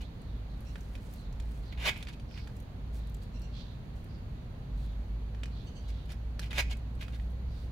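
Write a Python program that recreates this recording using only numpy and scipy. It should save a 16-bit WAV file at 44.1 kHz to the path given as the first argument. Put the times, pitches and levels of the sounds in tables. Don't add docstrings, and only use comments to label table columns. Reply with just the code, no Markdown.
import sys
import numpy as np
from scipy import signal
from scipy.fft import rfft, irfft, next_fast_len
from scipy.io import wavfile
from scipy.ndimage import uniform_filter1d

SR = 44100
rng = np.random.default_rng(int(sys.argv[2]) if len(sys.argv) > 2 else 0)


def materialize(psi):
    bounded = np.clip(np.atleast_2d(psi).T, -1, 1)
    quanta = np.round(bounded * 32767).astype(np.int16)
    wavfile.write(sys.argv[1], SR, quanta)


N = 340011
TIME = np.arange(N) / SR

# (crest time [s], drag [s], bite [s], trail [s], level [dB], ring [Hz], grit against rasp [dB])
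HARD_SWEEPS = [(1.876, .075, .04, 0.13, -27, 2290, -12), (6.595, .06, 0.026, 0.025, -28, 2280, -8.5)]
# (start [s], length [s], level [dB], ring [Hz], grit against rasp [dB])
LIGHT_SCUFFS = [(0.0, 0.038, -56.5, 2770, -8.5), (1.708, 0.031, -53, 2150, -18),
                (2.068, 0.039, -53, 2200, -10), (2.108, 0.042, -61.5, 2530, -2.5),
                (2.334, 0.083, -57.5, 1920, -14), (5.876, 0.036, -61, 2200, -0.5),
                (6.082, 0.064, -55.5, 1750, -7), (6.394, 0.092, -53, 3000, -9.5),
                (6.501, 0.022, -45.5, 2000, -9.5), (6.695, 0.041, -46, 3220, -7),
                (6.989, 0.068, -50.5, 2750, -8.5), (7.115, 0.056, -58, 2110, -8)]
BITE_ATTACK_S, BITE_RELEASE_S = 0.0067, 0.0031
def stick_scrapes():
    moves = []
    for crest, drag_s, bite_s, trail_s, db, ring_hz, grit_db in HARD_SWEEPS:
        start = crest - bite_s / 2 - BITE_ATTACK_S - drag_s
        moves.append((start, scrape(sweep_pressure(drag_s, bite_s, trail_s), db, ring_hz, grit_db)))
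    for start, length, db, ring_hz, grit_db in LIGHT_SCUFFS:
        pressure = unit(np.sin(np.linspace(0, np.pi, int(length * SR))))
        moves.append((start, scrape(pressure, db, ring_hz, grit_db)))
    rasps, thuds = np.zeros(N), np.zeros(N)
    for start, (rasp, thud) in moves:
        add(rasps, start, rasp)
        add(thuds, start, thud)
    return porch(rasps, right_db=3, near_db=6.5, tail_db=-14.5) + thuds


def sweep_pressure(drag_s, bite_s, trail_s):
    knots = np.cumsum([0, drag_s, BITE_ATTACK_S, bite_s / 2, bite_s / 2, BITE_RELEASE_S, trail_s])
    db = [-25.5, -11, -1.5, 0, -1.5, -20.5, -28]
    return undb(np.interp(np.arange(0, knots[-1], 1 / SR), knots, db))


# (frequency [Hz], gain [dB])
GRIT_EQ = [(2000, -17), (4000, 7.5), (6500, 2), (9000, -4), (12500, -7), (16000, -19)]
# (frequency [Hz], gain [dB])
THUD_EQ = [(200, -61), (380, -7), (500, -13), (650, -5), (920, -7.5), (1200, -9), (2500, -73)]
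def scrape(pressure, db, ring_hz, grit_db):
    grip = catch_and_slip(pressure, db)
    slips = (grains(SR, per_s=3100, spread_db=0)[:len(grip)] * grip for _ in range(3))
    push, sand, weight = (np.pad(slip, (0, SR // 10)) for slip in slips)
    gain = undb(db) * np.sqrt(np.sum(pressure ** 2) / len(push))
    lighter_db = max(sweep[4] for sweep in HARD_SWEEPS) - db
    rasp = stick_body(push, ring_hz, width_hz=400,
                      ring_db=-1.5 - 0.16 * lighter_db, crack_db=0.099 * lighter_db)
    hiss = undb(grit_db) * unit(colour(sand, GRIT_EQ))
    thud = undb(-11 - 0.14 * lighter_db) * unit(colour(weight, THUD_EQ))
    return gain * (rasp + hiss), gain * thud


def catch_and_slip(pressure, db, firm_db=-33, least_drag=0.55, decay_s=0.0026):
    catches = np.abs(grains(SR, per_s=170, spread_db=0))
    jerks = unit(signal.lfilter([1], [1, -np.exp(-1 / (decay_s * SR))], catches))
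    held = np.maximum.accumulate(pressure[::-1])[::-1] / pressure.max()
    steady = np.clip(undb(db - firm_db) * held, least_drag, 1)
    return pressure * (steady + np.sqrt(1 - steady ** 2) * jerks[:len(pressure)])


# (frequency [Hz], width [Hz], gain [dB])
STICK_MODES = [(1460, 64, 2), (1630, 200, 5.5), (2210, 65, 11), (2500, 110, 16.5), (2820, 45, -8),
               (3247, 100, 19.5), (3640, 150, 11), (4580, 74, 9), (6700, 110, 11)]
# (frequency [Hz], gain [dB])
CRACK_EQ = [(300, -6), (1250, -10.5), (1750, -6), (3000, 1.5), (4500, -10), (7000, -34), (15000, -24)]
def stick_body(push, ring_hz, width_hz, ring_db, crack_db):
    favoured = unit(ring(push, [(ring_hz, width_hz, 0)]))
    body = unit(ring(push, STICK_MODES)) + undb(ring_db) * favoured
    body = unit(colour(body, [(900, -25), (1500, 11.5), (5000, -7.5), (12000, -12)]))
    crack = unit(colour(push, CRACK_EQ))
    return unit(body + undb(crack_db) * crack)


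# (time [s], relative level [dB], ring [Hz], relative grit [dB])
STICK_TAPS = [(.757, -36, 1600, -17), (.953, -39.5, 2500, -8.5), (1.4, -44.5, 3470, -3),
              (1.911, -36, 2448, -20), (1.961, -37.5, 2500, -17), (2.027, -38, 3400, -2),
              (2.071, -37, 2430, -12), (2.087, -39, 1690, -7), (2.198, -48, 3003, -4),
              (2.312, -46, 3100, -12), (2.342, -47, 2300, -16), (2.376, -39.5, 2810, -16),
              (2.474, -41, 1570, -11), (5.348, -46.5, 1703, -11), (5.434, -32.5, 2850, -10.5),
              (5.457, -42, 2500, -6), (6.119, -43.5, 1480, -2), (6.394, -33, 1630, -1),
              (6.53, -30.5, 2300, -16), (6.582, -21.5, 2270, -8.5), (7.025, -35, 2570, -24),
              (7.082, -40, 1400, -14), (7.198, -44, 1956, -21)]
def stick_taps(contact_s=0.0002, rebound_s=0.001657, rebound_db=-9):
    out, t = np.zeros(N), np.arange(SR // 10) / SR
    push = np.sin(np.pi * np.minimum(t / contact_s, 1)) ** 2
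    push += undb(rebound_db) * np.roll(push, int(rebound_s * SR))
    for start, db, ring_hz, grit_db in STICK_TAPS:
        knock = stick_body(push, ring_hz, width_hz=300, ring_db=0, crack_db=-2)
        grit = unit(colour(crumble(decay_s=0.0025), GRIT_EQ))
        add(out, start, undb(db - 21) * (knock + undb(grit_db + 1.5) * grit))
    return porch(out, right_db=4, near_db=2, tail_db=-12)


# (time [s], relative level [dB], ring [Hz])
CLAW_CLICKS = [(0.017, -47, 8000), (.217, -51, 8500), (.606, -47, 11000), (.808, -44, 6000),
               (1.137, -41, 12800), (1.327, -46, 5550), (1.976, -43, 11000), (2.566, -47.5, 7440),
               (2.601, -45, 9900), (3.072, -49, 8000), (3.097, -48, 11000), (3.145, -41, 7540),
               (3.395, -50, 9000), (3.418, -45, 5500), (4.043, -49, 11500), (6.77, -46, 10000),
               (6.952, -53, 8500)]
# (frequency [Hz], gain [dB])
CLICK_EQ = [(1000, -25), (3000, 9), (7000, -2), (10000, -12), (13000, 6), (16000, -20)]
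def claws_and_grit(loose_per_s=5):
    out = np.zeros(N)
    loose = [(start + length * rng.random(), rng.normal(-56, 2), rng.uniform(6000, 13000))
             for start, length, _ in FUR_STROKES for _ in range(round(length * loose_per_s))]
    for start, db, hz in CLAW_CLICKS + loose:
        burst = crumble(decay_s=0.0016)
        edge = unit(colour(burst, CLICK_EQ))
        ping = undb(1) * unit(ring(burst, [(hz, hz / 3, 0)]))
        add(out, min(start, TIME[-1]), undb(db - 25.5) * unit(edge + ping))
    return porch(out, right_db=1.5, near_db=2, tail_db=-11)


# (start [s], length [s], level [dB])
FUR_STROKES = [(0.482, 0.64, -73), (0.982, 0.27, -68.5), (1.358, 0.36, -71.5), (1.917, 0.17, -76),
               (2.299, 0.4, -78), (2.918, 0.092, -64.5), (3.205, 0.048, -68.5), (3.938, 0.087, -73),
               (4.752, .13, -71), (4.9, .25, -84), (5.48, .7, -84), (6.991, 0.35, -76), (7.483, .23, -75)]
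# (frequency [Hz], gain [dB])
FUR_EQ = [(2500, -1), (5000, 0), (7000, -0.5), (9000, -2.5), (13000, -4), (16000, -7.5)]
def fur_brushing():
    out = np.zeros(N)
    for start, length, db in FUR_STROKES:
        crinkle = colour(stroke(length, per_s=800, spread_db=3), FUR_EQ)
        add(out, start, undb(db) * unit(crinkle))
    flutter = undb(1.1 * wander(45))
    return porch(out * flutter, right_db=2.5, near_db=-2, tail_db=-6)


# (start [s], length [s], level [dB], first pitch [Hz], last pitch [Hz], width [Hz])
BIRD_CHIRPS = [(0, 0.077, -64, 3900, 3700, 900), (.16, 0.25, -70.5, 4700, 3100, 600),
               (0.488, 0.07, -67.5, 4100, 4000, 500), (1.118, 0.19, -68, 4500, 3700, 600),
               (1.611, 0.15, -65, 4500, 3900, 800), (2.267, 0.21, -63, 5200, 4000, 1400),
               (2.93, 0.18, -70.5, 4100, 3800, 600), (3.207, 0.053, -67.5, 4300, 4000, 900),
               (3.516, .125, -56.5, 3900, 3790, 1300), (3.6, 0.17, -67, 3860, 3700, 700),
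               (4.07, 0.13, -71.5, 4900, 4600, 600), (4.329, 0.11, -75, 3880, 3500, 600),
               (4.716, 0.27, -70.5, 4200, 3400, 910), (5.497, .17, -64, 4300, 3600, 995),
               (5.78, 0.33, -66.5, 4190, 3144, 1400), (7.458, 0.2, -67.5, 4500, 4000, 1407)]
# (start [s], length [s], level [dB], lowest resonance [Hz])
BIRD_PEEPS = [(0.644, 0.079, -64, 2760), (3.323, .065, -63.5, 2760), (3.409, .06, -63, 2830),
              (5.656, 0.046, -61, 3010), (5.744, 0.055, -60.5, 3060)]
def birds(skirt_db=-10):
    out = np.zeros(N)
    for start, length, db, first_hz, last_hz, width_hz in BIRD_CHIRPS:
        push = stroke(length, per_s=3500, spread_db=4)
        rasp = signal.sosfilt(signal.butter(2, width_hz / 2, fs=SR, output="sos"), push)
        phase = 2 * np.pi * np.cumsum(np.linspace(first_hz, last_hz, len(push))) / SR
        skirt = colour(push, [(1500, -27), (2800, 0), (5500, -4), (8000, -16), (12000, -35)])
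        chirp = unit(rasp * np.sin(phase)) + undb(skirt_db) * unit(skirt)
        add(out, start, undb(db) * unit(chirp))
    for start, length, db, hz in BIRD_PEEPS:
        modes = [(hz, 300, 0), (1.495 * hz, 450, -2.5), (2 * hz, 700, -5), (2.5 * hz, 800, -15)]
        push = stroke(length, per_s=6000, spread_db=2)
        add(out, start, undb(db) * unit(ring(ring(push, modes), modes)))
    return porch(out, right_db=7.5, near_db=10, tail_db=2)


# (time [s], firing rate [Hz])
ENGINE_FIRING = [(0.0, 58.8), (0.4, 54.1), (2.6, 57.24), (3.4, 52.34), (4.52, 57), (4.72, 53.2),
                 (7.68, 61.08)]
# (time [s], level [dB])
ENGINE_SWELL = [(0.0, -38), (0.2, -45.5), (0.36, -35.5), (0.96, -40), (1.24, -48), (1.4, -36),
                (2.762, -48.5), (2.84, -38), (3.839, -40), (3.96, -50), (4.24, -37.5), (4.56, -57),
                (4.72, -36.5), (5.44, -30.5), (5.8, -47), (5.88, -38), (6.6, -31.5), (7.68, -35.5)]
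def far_engine(waver_hz=1.133, waver_db=2.5):
    hz = curve(ENGINE_FIRING) + waver_hz * wander(14)
    db = curve(ENGINE_SWELL) + waver_db * wander(15)
    phase = 2 * np.pi * np.cumsum(hz) / SR
    tone = np.sin(phase) + undb(-26.5) * np.sin(2 * phase)
    return pan(tone * undb(db), right_db=0.8)


# (time [s], level [dB])
TRAFFIC_SWELL = [(0, -67.5), (2.4, -50), (3.2, -49.5), (4.4, -45.5), (4.8, -50), (6.7, -49.5), (7.5, -47.5)]
def far_traffic():
    roar = colour(rng.standard_normal(N), [(50, -20), (105, -4), (150, -13.5), (300, -34.5), (2000, -80)])
    return unit(roar) * undb(curve(TRAFFIC_SWELL))


# (frequency [Hz], gain [dB])
AIR_EQ = [(20, -21), (38, -2.5), (60, -6), (81, -8.5), (113, -9.5), (165, -15), (240, -17.5), (330, -28),
          (470, -29), (900, -36), (1200, -40.5), (2400, -46), (3500, -48.5), (4400, -48), (5300, -60),
          (6600, -57), (7600, -65), (13000, -63), (16000, -67)]
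# (frequency [Hz], side against mid [dB])
AIR_WIDTH = [(50, -23), (110, -14), (200, -14), (380, -6), (700, -2), (1300, 1)]
def outdoor_air():
    mid, side = (unit(colour(rng.standard_normal(N), AIR_EQ)) for _ in range(2))
    side = colour(side, AIR_WIDTH)
    gain = undb(-42.5 + 0.13 * wander(1.8))
    lean_right = [(700, 0.5), (2500, 2), (5000, 2), (10000, 0.5)]
    left = colour(gain * (mid + side), [(hz, -db) for hz, db in lean_right])
    right = colour(gain * (mid - side), lean_right)
    return np.array([left, right])


def porch(x, right_db, near_db, tail_db, near_t60_s=0.033, tail_t60_s=0.4, roof_s=0.024, roof_db=-13):
    t = np.arange(SR // 2) / SR
    near, tail = (rng.standard_normal((2, len(t))) * undb(-60 * t / t60)
                  for t60 in (near_t60_s, tail_t60_s))
    tail = colour(tail, [(300, -10), (2500, 0.5), (6000, 0), (15000, -10)])
    response = (undb(near_db) * unit(near) + undb(tail_db) * unit(tail)) / np.sqrt(len(t))
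    response[:, 0] += 1
    response[:, int(roof_s * SR)] += undb(roof_db)
    spectrum = rfft(response, SR)
    spectrum /= np.sqrt(uniform_filter1d(np.abs(spectrum) ** 2, size=160))
    wet = signal.fftconvolve(x[None], irfft(spectrum)[:, :len(t)], axes=1)
    return pan(wet[:, :N], right_db)


def grains(size, per_s, spread_db):
    hits = (rng.random(size) < per_s / SR) * rng.choice([-1, 1], size)
    return unit(hits * undb(spread_db * np.minimum(rng.exponential(size=size), 4)))


def stroke(length_s, per_s, spread_db):
    size = int(length_s * SR)
    return grains(SR, per_s, spread_db)[:size] * np.sin(np.linspace(0, np.pi, size))


def crumble(decay_s):
    t = np.arange(SR // 10) / SR
    return rng.standard_normal(len(t)) * np.exp(-t / decay_s)


def colour(x, points):
    hz, db = np.transpose(points)
    size = next_fast_len(x.shape[-1] + 2048)
    bins_hz = np.maximum(np.fft.rfftfreq(size, 1 / SR), 1)
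    gain = undb(np.interp(np.log(bins_hz), np.log(hz), db))
    return irfft(rfft(x, size) * gain, size)[..., :x.shape[-1]]


def ring(x, modes):
    return sum(undb(db) * signal.lfilter(*signal.iirpeak(hz, hz / width, fs=SR), x)
               for hz, width, db in modes)


def wander(per_s):
    knots = np.arange(0, N / SR + 1, 1 / per_s)
    return 1.227 * np.interp(TIME, knots, rng.standard_normal(len(knots)))


def curve(points):
    return np.interp(TIME, *np.transpose(points))


def add(track, start_s, sound):
    start = max(int(start_s * SR), 0)
    track[start:start + len(sound)] += sound[:N - start]


def pan(x, right_db):
    return x * undb([[-right_db / 2], [right_db / 2]])


def undb(db):
    return 10 ** (np.asarray(db) / 20)


def unit(x):
    return x / np.sqrt(np.mean(x ** 2) + 1e-20)


def scene():
    return (stick_scrapes() + stick_taps() + claws_and_grit() + birds() + fur_brushing()
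            + far_engine() + far_traffic() + outdoor_air())


def record(dry, top_hz=15850):
    return signal.sosfilt(signal.ellip(10, 0.2, 80, top_hz, fs=SR, output="sos"), dry)


dry = scene()
out = record(dry)
materialize(out)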